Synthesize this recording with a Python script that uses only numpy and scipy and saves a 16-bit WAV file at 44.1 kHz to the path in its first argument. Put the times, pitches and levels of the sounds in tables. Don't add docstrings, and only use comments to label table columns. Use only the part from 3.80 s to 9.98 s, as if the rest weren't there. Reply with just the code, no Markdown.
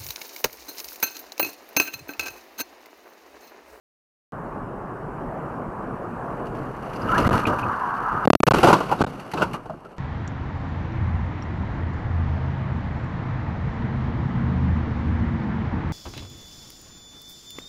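import sys
import numpy as np
from scipy import signal
from scipy.fft import rfft, irfft, next_fast_len
from scipy.io import wavfile
from scipy.ndimage import uniform_filter1d, map_coordinates

SR = 44100
rng = np.random.default_rng(int(sys.argv[2]) if len(sys.argv) > 2 else 0)


def file_out(sig):
    cols = np.atleast_2d(sig).T
    lim = np.clip(cols, -1, 1)
    pcm = np.round(lim * 32767).astype(np.int16)
    wavfile.write(sys.argv[1], SR, pcm)


def gain_from_decibels(decibels):
    exponent = np.asarray(decibels, float) / 20
    return 10 ** exponent


N = 272641
T = np.arange(N) / SR


def unit(x):
    return x / np.sqrt(np.mean(x ** 2) + 1e-20)


def along(points, hz):
    f, db = np.transpose(points)
    return gain_from_decibels(np.interp(np.log(hz + 1), np.log(f + 1), db))


def curves(rows):
    s, db, *rest = np.transpose(rows)
    level = gain_from_decibels(np.interp(T, s, db, -150, -150))
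    return [level] + [np.interp(T, s, column) for column in rest]


def wobble(rate):
    knots = rng.standard_normal(N // 100)
    return map_coordinates(knots, [T * min(rate, 400)])


def filtered(x, response):
    m = next_fast_len(len(x) + 8192)
    hz = np.fft.rfftfreq(m, 1 / SR)
    return irfft(rfft(x, m) * response(hz), m)[:len(x)]


def peak(f, hz, width_hz):
    return 1j * f * width_hz / (hz * hz - f * f + 1j * f * width_hz)


def patchy(depth_db):
    z = signal.stft(rng.standard_normal(N), nperseg=512)[2]
    field = uniform_filter1d(rng.standard_normal(z.shape), size=5, axis=0)
    field = uniform_filter1d(field, size=9, axis=1)
    return signal.istft(z * gain_from_decibels(depth_db * unit(field)), nperseg=512)[1][:N]


def gritty(lump_db, rate):
    lumps = gain_from_decibels(lump_db * np.clip(wobble(rate), -2, 2))
    return lumps * rng.standard_normal(N)


def place(out, s, piece):
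    return out[round(s * SR):][:len(piece)]


def swell(s, db, rise_db, fall_db, held=0):
    to_come = np.maximum(s - T, 0)
    gone_by = np.maximum(T - s - held, 0)
    return gain_from_decibels(db - rise_db * to_come - fall_db * gone_by)


def swells(rows, rise_db, fall_db):
    return np.max([swell(s, db, rise_db, fall_db, held) for s, db, held in rows], axis=0)


# [f/Hz, level/dB]
WHINE_TONES = [(6385, -96), (8500, -85), (11025, -90)]


def whine():
    tones = sum(np.sqrt(2) * gain_from_decibels(db) * np.sin(2 * np.pi * hz * T) for hz, db in WHINE_TONES)
    return gain_from_decibels(3.3 * wobble(24.5)) * tones


# [t/s, level/dB]
ROAD_LEVEL = [
    (.45, -33.5),
    (2.5, -31),
    (3, -31.5),
    (3.6, -37),
    (5, -34.5),
    (5.4, -40),
    (5.75, -36),
    (5.85, -43.5),
    (6.19, -48),
]
# [f/Hz, level/dB per Hz]
ROAR_COLOUR = [(12, -40), (22, -9), (46, -1.5), (78, -13), (120, 0), (200, -2), (370, -4), (560, -6),
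               (1150, -7.5), (1700, -18.5), (2000, -28.5), (2900, -37.5), (3500, -49.5), (13300, -54)]


def road():
    roar = unit(filtered(patchy(depth_db=1.5), lambda f: along(ROAR_COLOUR, f)))
    surface = gain_from_decibels(0.61 * wobble(7.08))
    return curves(ROAD_LEVEL)[0] * surface * roar


# [f/Hz, level/dB per Hz]
FLOOR_COLOUR = [(12, -37), (20, -8.5), (134, 3), (338, -2.5), (398, -6), (455, -4.5), (700, -10),
                (910, -28), (1540, -120)]
# [f/Hz, level/dB per Hz]
SPRING_COLOUR = [(12, -41), (20, -15.5), (155, -5), (262, -8.5), (343, -18), (500, -13), (650, -47),
                 (1100, -120)]
# [t/s, level/dB, held/s]
FLOOR_JOLTS = [
    (2.58, -38, 0.033),
    (2.8, -28.5, 0.036),
    (3.25, -23, 0.14),
    (3.38, -16.5, 0.064),
    (3.47, -16.5, 0.092),
    (3.67, -19.5, 0.044),
    (3.82, -26, 0.073),
    (4.08, -42, 0.12),
    (4.35, -29, 0.036),
    (4.45, -40, .02),
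]
# [t/s, level/dB, held/s]
BODY_ROCKS = [
    (4.76, -20, 0.025),
    (4.9, -31, 0.057),
    (5.098, -33, .01),
    (5.22, -22, 0.025),
    (5.4, -39.5, 0.061),
    (5.63, -26, 0.025),
    (5.75, -46, .01),
    (5.916, -36.5, .01),
    (6.08, -58, .1),
]
SPRING_RISE_DB_S, SPRING_FALL_DB_S = 204, 176


def judder():
    shake = unit(filtered(gritty(lump_db=1.2, rate=70), lambda f: along(FLOOR_COLOUR, f)))
    rock = unit(filtered(gritty(lump_db=3.5, rate=36), lambda f: along(SPRING_COLOUR, f)))
    shake_level = swells(FLOOR_JOLTS, SPRING_RISE_DB_S, SPRING_FALL_DB_S)
    rock_level = swells(BODY_ROCKS, SPRING_RISE_DB_S, SPRING_FALL_DB_S)
    return gain_from_decibels(-4.0) * (shake_level * shake + rock_level * rock)


# [t/s, level/dB, f/Hz]
SKID_EFFORT = [
    (3.15, -40.5, 1050),
    (3.28, -29.5, 1280),
    (3.354, -20, 1361),
    (3.41, -26, 1143),
    (3.544, -21.5, 1280),
    (3.612, -25.5, 1230),
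    (4.07, -25.5, 1063),
    (4.404, -25.5, 1235),
    (4.46, -27, 1105),
]
# [f/Hz, width/Hz, level/dB]
TREAD_MODES = [(755, 113, -3.5), (984, 107, 2.5), (1280, 204, 0.5), (1593, 242, -3)]


def skid():
    level, pitch_hz = curves(SKID_EFFORT)

    def tread(f):
        modes = sum((-1) ** k * gain_from_decibels(db) * peak(f, hz, w) for k, (hz, w, db) in enumerate(TREAD_MODES))
        return modes * peak(f, 1080, 1000)

    scrub = filtered(gritty(lump_db=1.26, rate=60), tread)
    smear = wobble(90) + 1j * wobble(90)
    squeal = np.real(smear * np.exp(2j * np.pi * np.cumsum(pitch_hz) / SR))
    return level * (gain_from_decibels(-2.0) * unit(scrub) + gain_from_decibels(-7) * unit(squeal))


# [t/s, length/s, level/dB, start f/Hz, end f/Hz]
TYRE_CHIRPS = [(3.281, 0.029, -24, 1324, 1276), (3.311, 0.032, -17, 1237, 1460),
               (3.337, 0.037, -19.5, 1410, 1905), (3.429, 0.045, -18.5, 1234, 1457),
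               (3.445, 0.024, -28, 1810, 2130), (3.528, 0.041, -16, 1198, 1427),
               (3.86, 0.036, -20.5, 1264, 1150), (3.994, 0.087, -23.5, 1022, 950),
               (4.242, 0.034, -20.5, 1311, 1312), (4.3, 0.036, -24, 1290, 1320),
               (4.351, 0.041, -23, 1244, 1278)]


def chirps():
    out = np.zeros(N)
    hoarse = 1 + 0.6 * (wobble(260) + 1j * wobble(260))
    for s, length, db, from_hz, to_hz in TYRE_CHIRPS:
        u = np.arange(0, 1, 1 / (length * SR + 1))
        turns = length * (from_hz * u + (to_hz - from_hz) * u * u / 2)
        tone = np.real(place(hoarse, s, u) * np.exp(2j * np.pi * turns))
        arch = np.sqrt(np.abs(np.sin(np.pi * u)))
        place(out, s, u)[:] += gain_from_decibels(db - 4.5) * arch * tone
    return out


# [f/Hz, level/dB per Hz]
TRIM_COLOUR = [(1060, -12), (1800, -1.5), (2370, -4.5), (2850, -5.5), (3460, -15), (5130, -17), (6010, -17),
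               (7600, -22.5), (12100, -18.5), (13300, -32)]
# [f/Hz, width/Hz, level/dB]
MOUNT_MODES = [(2860, 250, 2), (4430, 280, 2.5), (5870, 300, -6)]
# [t/s, level/dB, rise/dB per s, fall/dB per s]
TRIM_BUZZES = [
    (2.9, -73, 33, 20),
    (3.45, -42.5, 55, 33),
    (4.4, -61, 5.5, 60),
    (4.5, -26, 700, 43),
    (5.75, -59.5, 8.5, 300),
    (5.9, -66, 26, 13),
]
# [t/s, level/dB]
TRIM_SLAPS = [(2.6529, -44), (2.667, -38), (2.7494, -44), (2.7694, -49), (3.022, -42), (3.0929, -50),
              (3.1318, -35.5), (3.1597, -42), (3.284, -39), (3.314, -30), (3.3468, -31), (3.3994, -29),
              (3.4294, -34), (3.528, -22), (3.552, -29), (3.5894, -47), (3.6242, -54), (3.785, -26.5),
              (3.8694, -46), (4.0744, -57), (4.1144, -59), (4.2244, -43), (4.3494, -53), (5.2744, -43),
              (5.3961, -37), (5.5149, -30), (5.7328, -28), (6.1644, -49)]
SLAP_T60, SLAP_UNDER_DB = 0.072, 19.5


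def rattle():
    def trim(f):
        mount = sum(gain_from_decibels(db) * peak(f, hz, w) for hz, w, db in MOUNT_MODES)
        return along(TRIM_COLOUR, f) * (1 + mount)

    buzz = unit(filtered(gritty(lump_db=2.5, rate=150), trim))
    slaps = np.zeros(N + SR)
    t = np.arange(SR // 5) / SR
    shaken = [(s, db + bright_db - SLAP_UNDER_DB) for s, db, hz, bright_db in SHELL_KNOCKS]
    for s, db in list(TRIM_SLAPS) + shaken:
        onset = 1 - np.exp(-t / 0.00094)
        place(slaps, s, t)[:] += gain_from_decibels(db - 7.5 - 60 * t / SLAP_T60) * onset
    buzzing = sum(swell(*row) for row in TRIM_BUZZES) * gain_from_decibels(3.5)
    return (buzzing + slaps[:N]) * buzz


# [f/Hz, level/dB per Hz]
SHELL_COLOUR = [(24, -65), (40, -33), (145, 2.5), (242, -7.5), (356, -3), (775, -7), (1120, -6.5),
                (1530, -9.5), (1730, -32.5), (2680, -23.5), (3760, -31), (4460, -29), (5040, -33),
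                (5690, -35), (13300, -48.5)]
# [t/s, level/dB, held/s]
PANEL_FOLDS = [
    (4.503, -8.5, .005),
    (4.533, -9.5, 0.03),
    (4.63, -20, .01),
    (4.675, -11.5, 0.054),
    (4.74, -15, 0.0088),
    (4.85, -16, 0.041),
    (4.96, -21.5, 0.023),
    (5.215, -16, 0.006),
    (5.58, -26.5, 0.054),
]
FOLD_RISE_DB_S, FOLD_FALL_DB_S = 607, 315
# [t/s, level/dB, rise/dB per s, fall/dB per s]
WRECK_CREAK = (4.5, -16.5, 600, 28.5)


def crumple():
    fold = unit(filtered(gritty(lump_db=2.5, rate=150), lambda f: along(SHELL_COLOUR, f)))
    folding = swells(PANEL_FOLDS, FOLD_RISE_DB_S, FOLD_FALL_DB_S)
    return np.maximum(folding, swell(*WRECK_CREAK)) * fold


# [t/s, peak level/dB, ring f/Hz, brightness/dB]
SHELL_KNOCKS = [(3.379, -11, 1080, 7), (3.469, -10, 310, 1), (3.577, -8.5, 355, 3.5), (3.669, -14, 1400, 6),
                (3.703, -18, 614, -8), (3.732, -18.5, 546.2, -5), (4.632, 2, 1310, 5), (4.74, -9, 340, 5.5),
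                (4.784, -8, 331, -2), (4.83, -0.5, 700, 3.5), (4.844, -2.5, 348, 2), (4.871, -0.5, 970, 6),
                (4.884, -1, 360, 2), (4.9, 0, 794, -2), (4.928, 2.5, 950, 3), (5.003, -11.5, 1060, 1),
                (5.093, -13.5, 1010, -6), (5.113, -7.5, 738, -0.5), (5.122, -7.5, 870, -9),
                (5.535, -14.5, 780, 3), (5.574, -18, 1310, 6), (5.611, -11, 620, -6),
                (5.619, -6.5, 1460, 4), (5.741, -16.5, 1200, -1), (5.856, -25.5, 732, -5),
                (5.896, -21.5, 650, -10), (5.934, -28.5, 339, -16), (6.047, -33, 450, -1),
                (6.109, -38, 716, -2), (4.452, -11.5, 900, 4)]
# [t/s, peak level/dB, f/Hz]
PART_PINGS = [(3.158, -39.5, 4830), (3.217, -37, 4900), (3.285, -30.5, 2910), (3.315, -30.5, 2910),
              (3.379, -28.5, 2880), (3.378, -31, 6000), (3.42, -37, 4850), (3.653, -15, 2484),
              (3.702, -17, 597), (3.73, -22.5, 550), (3.786, -33, 2430), (3.829, -24.5, 2550),
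              (5.19, -37.5, 3800), (5.265, -38, 3800), (5.536, -33, 4080), (5.55, -24, 300),
              (5.575, -26, 2640), (5.618, -18.5, 2785), (5.64, -20.5, 950), (5.897, -22, 635),
              (5.915, -28, 646), (6.055, -34.5, 1330)]
KNOCK_T60, PING_T60 = 0.09, 0.051


def knocks():
    out = np.zeros(N + SR)
    t = np.arange(SR // 6) / SR
    for s, db, hz, bright_db in SHELL_KNOCKS:
        def tint(f):
            ring = 0.56 + 1.6 * peak(f, hz, 0.22 * hz)
            return along(SHELL_COLOUR, f) * ring * np.where(f > 1900, gain_from_decibels(bright_db), 1)

        burst = rng.standard_normal(len(t)) * gain_from_decibels(-60 * t / KNOCK_T60) * (1 - np.exp(-t / 0.0011))
        blow = filtered(burst, tint)
        place(out, s, t)[:] += gain_from_decibels(db - 2.0) * blow / np.abs(blow).max()
    for s, db, hz in PART_PINGS:
        decay = gain_from_decibels(db - 60 * t / PING_T60 * (hz / 2500) ** 0.37) * (1 - np.exp(-t / 0.002))
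        beat = 1 + 0.63 * np.sin(2 * np.pi * 0.078 * hz * t + db)
        place(out, s, t)[:] += decay * np.sin(2 * np.pi * hz * t) * beat
    return out[:N]


# [from t/s, to t/s, jump meeting/full scale, jump leaving/full scale]
PINNED_SPANS = [(3.48, 3.4915, .14, .43), (3.4985, 3.5088, -.35, -.2), (3.5838, 3.5875, 0, 0),
                (3.6455, 3.6522, .3, 0), (3.6605, 3.6665, 0, 0), (4.4562, 4.475, .48, 1.44),
                (4.4756, 4.4787, -1.44, 1.3), (4.4795, 4.5022, -.3, -1), (4.5028, 4.503, 1.05, 0),
                (4.5049, 4.5322, -1.74, .7), (4.5348, 4.5518, -.23, .8), (4.5548, 4.6035, .8, -.5),
                (4.6055, 4.6315, .55, .3), (4.6374, 4.6675, .3, -.25), (4.687, 4.7085, .25, 0),
                (4.7222, 4.7362, .35, -.13), (4.752, 4.7565, -.18, 0), (5.208, 5.2125, 1.3, 0),
                (5.225, 5.2393, -.57, .34), (5.248, 5.2645, -.41, 0)]
MEET_S, LEAVE_S = 0.00052, 0.00035


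def surges():
    jumps = [(start, meet, MEET_S) for start, end, meet, leave in PINNED_SPANS]
    jumps += [(end, leave, LEAVE_S) for start, end, meet, leave in PINNED_SPANS]
    slope = np.zeros(N)
    for s, jump, rise in jumps:
        ramp = np.ones(max(round(rise * SR), 1))
        place(slope, s, ramp)[:] += jump * ramp / len(ramp)
    b, a = signal.bessel(3, 150 / (SR / 2), "high")
    return signal.lfilter(b, a, np.cumsum(slope))


def unpinned():
    free = np.ones(N)
    for start, end, *jumps in PINNED_SPANS:
        free[round(start * SR):round(end * SR)] = 0
    return uniform_filter1d(free, size=9)


def scene():
    return (road() + judder() + skid() + chirps() + rattle() + crumple() + knocks())[None]


def top_cut(x):
    return signal.sosfilt(signal.butter(12, 13460, fs=SR, output="sos"), x)


def record(dry):
    x = (dry[0] + whine()) * unpinned() + surges()
    x = x / (1 + np.abs(x / 1.05) ** 6) ** (1 / 6)
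    x = x * (T > 0.522)
    x = filtered(x, lambda f: np.where(f < 13400, 1, gain_from_decibels(-44)))
    return top_cut(x[None])


dry = scene()
out = record(dry)
file_out(out)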